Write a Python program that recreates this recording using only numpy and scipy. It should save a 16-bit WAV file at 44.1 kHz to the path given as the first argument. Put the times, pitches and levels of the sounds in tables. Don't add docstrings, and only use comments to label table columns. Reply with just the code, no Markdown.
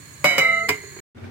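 import sys
import numpy as np
from scipy import signal
from scipy.fft import rfft, irfft
from scipy.io import wavfile
from scipy.ndimage import uniform_filter1d

SR = 44100
rng = np.random.default_rng(int(sys.argv[2]) if len(sys.argv) > 2 else 0)


def materialize(psi):
    bounded = np.clip(np.atleast_2d(psi).T, -1, 1)
    quanta = np.round(bounded * 32767).astype(np.int16)
    wavfile.write(sys.argv[1], SR, quanta)


N = 57330
T = np.arange(N) / SR
FREQS = np.fft.rfftfreq(2 * N, 1 / SR)

# (frequency [Hz], level [dB])
STOVE_EQ = [(30, -33.5), (60, -12), (95, -3), (135, 1), (200, -13), (300, -10), (480, -18), (750, -24.5),
            (1100, -14.5), (1400, -23), (2100, -15), (2700, -23.5), (3600, -25), (5200, -29), (6000, -28),
            (8000, -23.5), (10000, -26), (12500, -30), (15000, -28.5)]
# (frequency [Hz], pan [dB])
STOVE_PAN = [(100, 1), (400, -1.5), (1300, -3), (2400, -4), (4400, -2.5), (8100, -17.5), (11000, 4),
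             (15000, 2)]
# (centre [Hz], half-width [Hz], level [dB], pan [dB])
HISS_BANDS = [(1680, 83, -59.5, 0), (2260, 150, -65, -2), (4266, 150, -59.5, -5.5), (6737, 71, -56.5, -10)]
# (time [s], level [dB])
HISS_DUCKING = [(0, 3), (.2, 5), (.4, -5), (.55, 8.5), (1.0, 8)]

# (time [s], clank [dB], treble shelf [dB], ring-out t60 [s], air note [dB])
BLOWS = [(.2430, 2.5, -6.5, 0.78, -8.5), (0.3812, 1, -3, 0.37, -13.5), (0.6903, -1.5, -2, .19, -19)]
# (time [s], clank [dB], treble shelf [dB], ring-out t60 [s], air note [dB])
TOUCHES = [(0.2564, -3, -14.5, 0.042, -37.5), (0.6867, -10.5, 0.5, 0.3, -30),
           (0.7019, -13, -11.5, 0.21, -24), (.836, -28.5, -11, 0.15, -32), (0.965, -26, -21.5, .12, -34.5),
           (0.989, -26.5, -9.5, .12, -39.5)]
# (frequency [Hz], level [dB])
CLANK_EQ = [(40, -78), (100, -56), (170, -59.5), (300, -49), (620, -50.5), (850, -48), (1200, -44.5),
            (1750, -49.5), (2250, -35.5), (2650, -52), (3000, -46), (3400, -58.5), (5000, -59), (6000, -63),
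            (7300, -59), (9500, -65.5), (13000, -58), (15800, -61)]
# (frequency [Hz], pan [dB])
CLANK_PAN = [(150, 4), (400, -10), (650, 11.5), (1000, -1.5), (2000, 1.5), (3000, -6.5), (5000, -10.5),
             (8000, -14.5), (10000, 3), (13000, 7), (16000, -6.5)]
# (frequency [Hz], t60 [s], pan [dB], fade-in [s], level at blow 1 [dB], at blow 2 [dB], at blow 3 [dB])
LID_MODES = [(99, 0.19, 1.5, 0.0092, -46, -51, -29), (160.8, 0.16, 2, .005, -22, -25, -33),
             (277.6, 0.17, 0.5, 0.0056, -30.5, -49, -27), (318.4, 0.1, 1, .003, -26, -42.5, -29),
             (739.6, 0.15, 3.5, .002, -20, -28, -51.5), (988, 0.13, -5.5, 0.0082, -46.5, -39.5, -22.5),
             (1134, 0.16, -9, 0.0017, -29.5, -37, -50.5), (1623, 0.4, 3.5, 0.0031, -31.5, -34.5, -36.5),
             (1785, .8, -7, 0.011, -42.5, -38.5, -52.5), (1930, 1, -4, 0.069, -22.5, -24.5, -39),
             (2088, 0.16, -5.5, 0.028, -26.5, -33.5, -7.5), (2210, .25, -11, .01, -33.5, -14.5, -45),
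             (2220, 0.22, -7.5, 0.35, 17.5, -1, -10.5), (2264, 0.38, 0, 0.024, -29, -12.5, -42.5),
             (2333, 0.33, 3.5, 0.13, -9, -18.5, -43.5), (2443, 0.1, -10.5, 0.0045, -40.5, -26.5, -19),
             (2959, 0.14, -6, 0.0056, -20, -12.5, -57.5), (4300, .05, -6, .002, -44, -39.5, -23.5),
             (5015, .06, -9.5, .002, -49, -29, -23), (5400, .05, -6.5, .002, -43.5, -37.5, -23)]
# (frequency [Hz], level [dB])
LID_OVERTONES = [(4996, -34), (5075, -36.5), (5577, -46.5), (6019, -41), (6535, -38), (7300, -36),
                 (7460, -41.5), (7628, -51.5), (8333, -45), (9145, -46.5), (9819, -48), (11483, -45.5),
                 (12086, -57), (12565, -52.5), (13749, -52.5), (14998, -46)]
# (frequency [Hz], pan [dB], level [dB])
WOBBLE_PAIR = [(2047.6, -1, -5), (2072.5, -2, 0)]
WOBBLE_DRIVE = [-3.5, 9, -23]
# (frequency [Hz], t60 [s], pan [dB], fade-in [s], choke time [s],
# pitch rise after blow 1 [fraction], level at blow 1 [dB], at blow 2 [dB])
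POT_MODES = [(204.6, 2.5, -7, .06, 0.89, 0.006, -49, -40.5), (663.5, 1.08, 4.5, 0.72, .665, .06, -12, -8.5),
             (1306, 0.84, -12, 1, 0.663, 0.075, -14, 0), (2898, 1.5, -13, .03, .625, 0.037, -27.5, -34.5),
             (3902, 0.84, -10, 0.0083, .62, 0.0051, -27.5, -30)]

# (time [s], pitch [Hz])
AIR_PITCH = [(.24, 592), (.39, 544.3), (.5, 510), (.69, 428), (.85, 397), (1.0, 370.6)]
# (time [s], level [dB])
AIR_ENVELOPE = [(.2, -70), (.26, -42), (.43, -35), (.52, -42), (.6, -49), (.67, -48), (.71, -41),
                (.77, -52), (1.0, -52)]
# (time [s], pan [dB])
AIR_PAN = [(.24, 2.5), (.45, 5.5), (.69, -8), (1.0, -8)]

# (frequency [Hz], level [dB])
SIMMER_EQ = [(18, -58.5), (30, -36), (59, -51), (90, 3.5), (189, -15.5), (245, -0.5), (280, -16.5),
             (374, -8), (415, -15), (1130, -26.5), (1350, -23), (1630, -24), (2350, -27.5), (2610, -31.5),
             (16000, -55)]
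# (time [s], level [dB])
SIMMER_ENVELOPE = [(1.148, -48), (1.175, -38.5), (1.22, -38), (1.25, -34), (1.3, -38.5)]
# (time [s], pitch [Hz], level [dB])
BUBBLES = [(1.181, 3570, -47), (1.2415, 2350, -37), (1.264, 3600, -48)]

STOVE_DB, SHARED_BELOW_HZ = -43.5, 210
CRACK_DB, BURST_T60_S, TAIL_DB, TREBLE_HZ = 16, .075, -10.5, 3500
SHIMMER_FROM_HZ, SHIMMER_TOP_HZ, SHIMMER_SPACING_HZ, SHIMMER_DB = 3200, 11000, 132.5, -1
FIRST_OVERTONE_T60_S, OVERTONE_DB, OVERTONE_PAN_DB = .42, 4, -7
CONTACT_DAMP_S, SEATED_DB = .018, -5
RISE_S, CHOKE_S, CHOKE_BEND, BEND_S = .079, .007, .012, .03
AIR_WIDTH_HZ, LEFT_LAG_S = 35, .00009
ROOM_T60_S, RING_ROOM_DB, CLANK_ROOM_DB = .28, -22, -12
SILENCE_FROM_S, SILENCE_TO_S = 1.002, 1.148
TOP_HZ = 15900


def amp(db):
    return 10 ** (np.asarray(db) / 20)


def pan(db):
    return amp(np.array([[1], [-1]]) * db / 2)


def glide(points):
    return np.interp(T, *np.array(points).T)


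def spectrum(points):
    hz, db = np.array(points).T
    return np.interp(np.log(FREQS + 1), np.log(hz), db)


def colour(x, db):
    fold = np.r_[1, np.full(N - 1, 2), 1, np.zeros(N - 1)]
    cepstrum = irfft(np.log(amp(db)))
    response = np.exp(rfft(cepstrum * fold))
    return irfft(rfft(x, 2 * N) * response)[..., :N]


def spread(x, pan_db):
    mid, side = rfft(x, 2 * N)
    apart = FREQS / np.hypot(FREQS, SHARED_BELOW_HZ)
    pair = (mid * np.sqrt(2 - apart ** 2) + np.array([[1], [-1]]) * side * apart) / np.sqrt(2)
    return irfft(pair * pan(pan_db))[:, :N]


def noise():
    return rng.standard_normal((2, N))


def unit(x):
    return x / np.sqrt(np.mean(x ** 2))


def noise_band(hz, half_width):
    peak_db = -20 * np.log10(1 + ((FREQS - hz) / half_width) ** 2)
    return unit(colour(noise(), peak_db))


def fade(start, t60):
    return (T >= start) * np.exp(-np.log(1000) * np.maximum(T - start, 0) / t60)


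def ring(start, hz, t60, fade_in, bend=0):
    age = np.maximum(T - start, 0)
    bent_age = age + np.cumsum(bend * (T >= start)) / SR
    cycles = hz * (bent_age - np.array([[LEFT_LAG_S], [0]]))
    return np.sin(2 * np.pi * cycles) * fade(start, t60) * (1 - np.exp(-age / fade_in))


def damping(blow):
    if blow + 1 == len(BLOWS):
        return 1
    return np.exp(-np.maximum(T - BLOWS[blow + 1][0], 0) / CONTACT_DAMP_S)


def stove():
    bed = unit(colour(spread(noise(), spectrum(STOVE_PAN)), spectrum(STOVE_EQ)))
    whistles = sum(amp(db) * pan(side) * noise_band(hz, width) for hz, width, db, side in HISS_BANDS)
    return amp(STOVE_DB) * bed + whistles * amp(glide(HISS_DUCKING))


def clanks():
    out = 0
    shelf = FREQS ** 2 / (FREQS ** 2 + TREBLE_HZ ** 2)
    density = FREQS[1] / SHIMMER_SPACING_HZ
    partials = amp(SHIMMER_DB) * (rng.random(N + 1) < density) / np.sqrt(density)
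    tail_tone = np.where(FREQS < SHIMMER_FROM_HZ, 1, partials)
    tail_tone /= np.hypot(1, (FREQS / SHIMMER_TOP_HZ) ** 2)
    for start, db, treble_db, t60, _ in BLOWS + TOUCHES:
        tail = irfft(rfft(rng.standard_normal((2, 2 * N))) * tail_tone)[:, :N]
        hit = noise() * fade(start, BURST_T60_S) + amp(TAIL_DB) * tail * fade(start, t60)
        hit /= 1 + amp(TAIL_DB)
        hit[0, int(start * SR)] += amp(CRACK_DB)
        eq_db = spectrum(CLANK_EQ) + db + treble_db * shelf
        out += colour(spread(hit, spectrum(CLANK_PAN)), eq_db) * np.sqrt(SR / 2)
    return out


def lid_ring():
    out = 0
    for blow, (start, _, _, ring_out, _) in enumerate(BLOWS):
        body = sum(amp(levels[blow]) * pan(side) * ring(start, hz, t60, fade_in)
                   for hz, t60, side, fade_in, *levels in LID_MODES)
        shine_t60 = FIRST_OVERTONE_T60_S * ring_out / BLOWS[0][3]
        shine = sum(amp(db + rng.standard_normal()) * ring(start, hz, shine_t60, fade_in=.00067)
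                    for hz, db in LID_OVERTONES)
        out += (body + amp(OVERTONE_DB) * pan(OVERTONE_PAN_DB) * shine) * damping(blow)
    return out


def lid_wobble():
    out = 0
    for blow, drive_db in enumerate(WOBBLE_DRIVE):
        tone = sum(amp(drive_db + db) * pan(side) * ring(BLOWS[blow][0], hz, t60=.6, fade_in=.4)
                   for hz, side, db in WOBBLE_PAIR)
        floor = amp(SEATED_DB) if blow > 0 else 0
        out += tone * np.maximum(damping(blow), floor)
    return out


def pot_ring():
    out = 0
    for hz, t60, side, fade_in, choke_at, rise, *levels in POT_MODES:
        free = .5 - .5 * np.tanh((T - choke_at) / (2 * CHOKE_S))
        first_bend = rise * np.clip((T - BLOWS[0][0]) / RISE_S, 0, 1)
        second_bend = CHOKE_BEND * np.exp(np.minimum(T - choke_at, 0) / BEND_S)
        for blow, bend in enumerate((first_bend, second_bend)):
            tone = ring(BLOWS[blow][0], hz, t60, fade_in, bend)
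            out += amp(levels[blow]) * pan(side) * tone * free * damping(blow)
    return out


def air_note():
    hz = glide(AIR_PITCH)
    knocks = sum(amp(db) * ring(start, np.interp(start, T, hz), t60=.094, fade_in=.0014)
                 for start, *_, db in BLOWS + TOUCHES)
    flutter = noise_band(0, AIR_WIDTH_HZ)
    phase = 2 * np.pi * np.cumsum(hz) / SR
    rush = flutter[0] * np.cos(phase) + flutter[1] * np.sin(phase)
    return (knocks + rush * amp(glide(AIR_ENVELOPE))) * pan(glide(AIR_PAN))


def kitchen(x, wet_db):
    tail = noise() * fade(.004, ROOM_T60_S)
    tail /= np.sqrt(np.sum(tail ** 2) / 2)
    return x + amp(wet_db) * signal.fftconvolve(x, tail, axes=1)[:, :N]


def simmer():
    rumble = unit(colour(spread(noise(), 0), spectrum(SIMMER_EQ)))
    pops = sum(amp(db) * ring(start, hz, t60=.033, fade_in=.00072) for start, hz, db in BUBBLES)
    return rumble * amp(glide(SIMMER_ENVELOPE)) + pops


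def scene():
    rings = kitchen(lid_ring() + lid_wobble() + pot_ring(), RING_ROOM_DB)
    hits = kitchen(clanks() + air_note(), CLANK_ROOM_DB)
    closing = rings + hits + stove()
    gate_out = uniform_filter1d(1. * (T < SILENCE_FROM_S), size=64)
    gate_in = uniform_filter1d(1. * (T > SILENCE_TO_S), size=64)
    return closing * gate_out + simmer() * gate_in


def record(dry):
    rounded = np.tanh(0.57 * dry) / 0.62
    high_cut = signal.ellip(10, .2, 80, TOP_HZ, fs=SR, output="sos")
    return signal.sosfilt(high_cut, rounded)


dry = scene()
out = record(dry)
materialize(out)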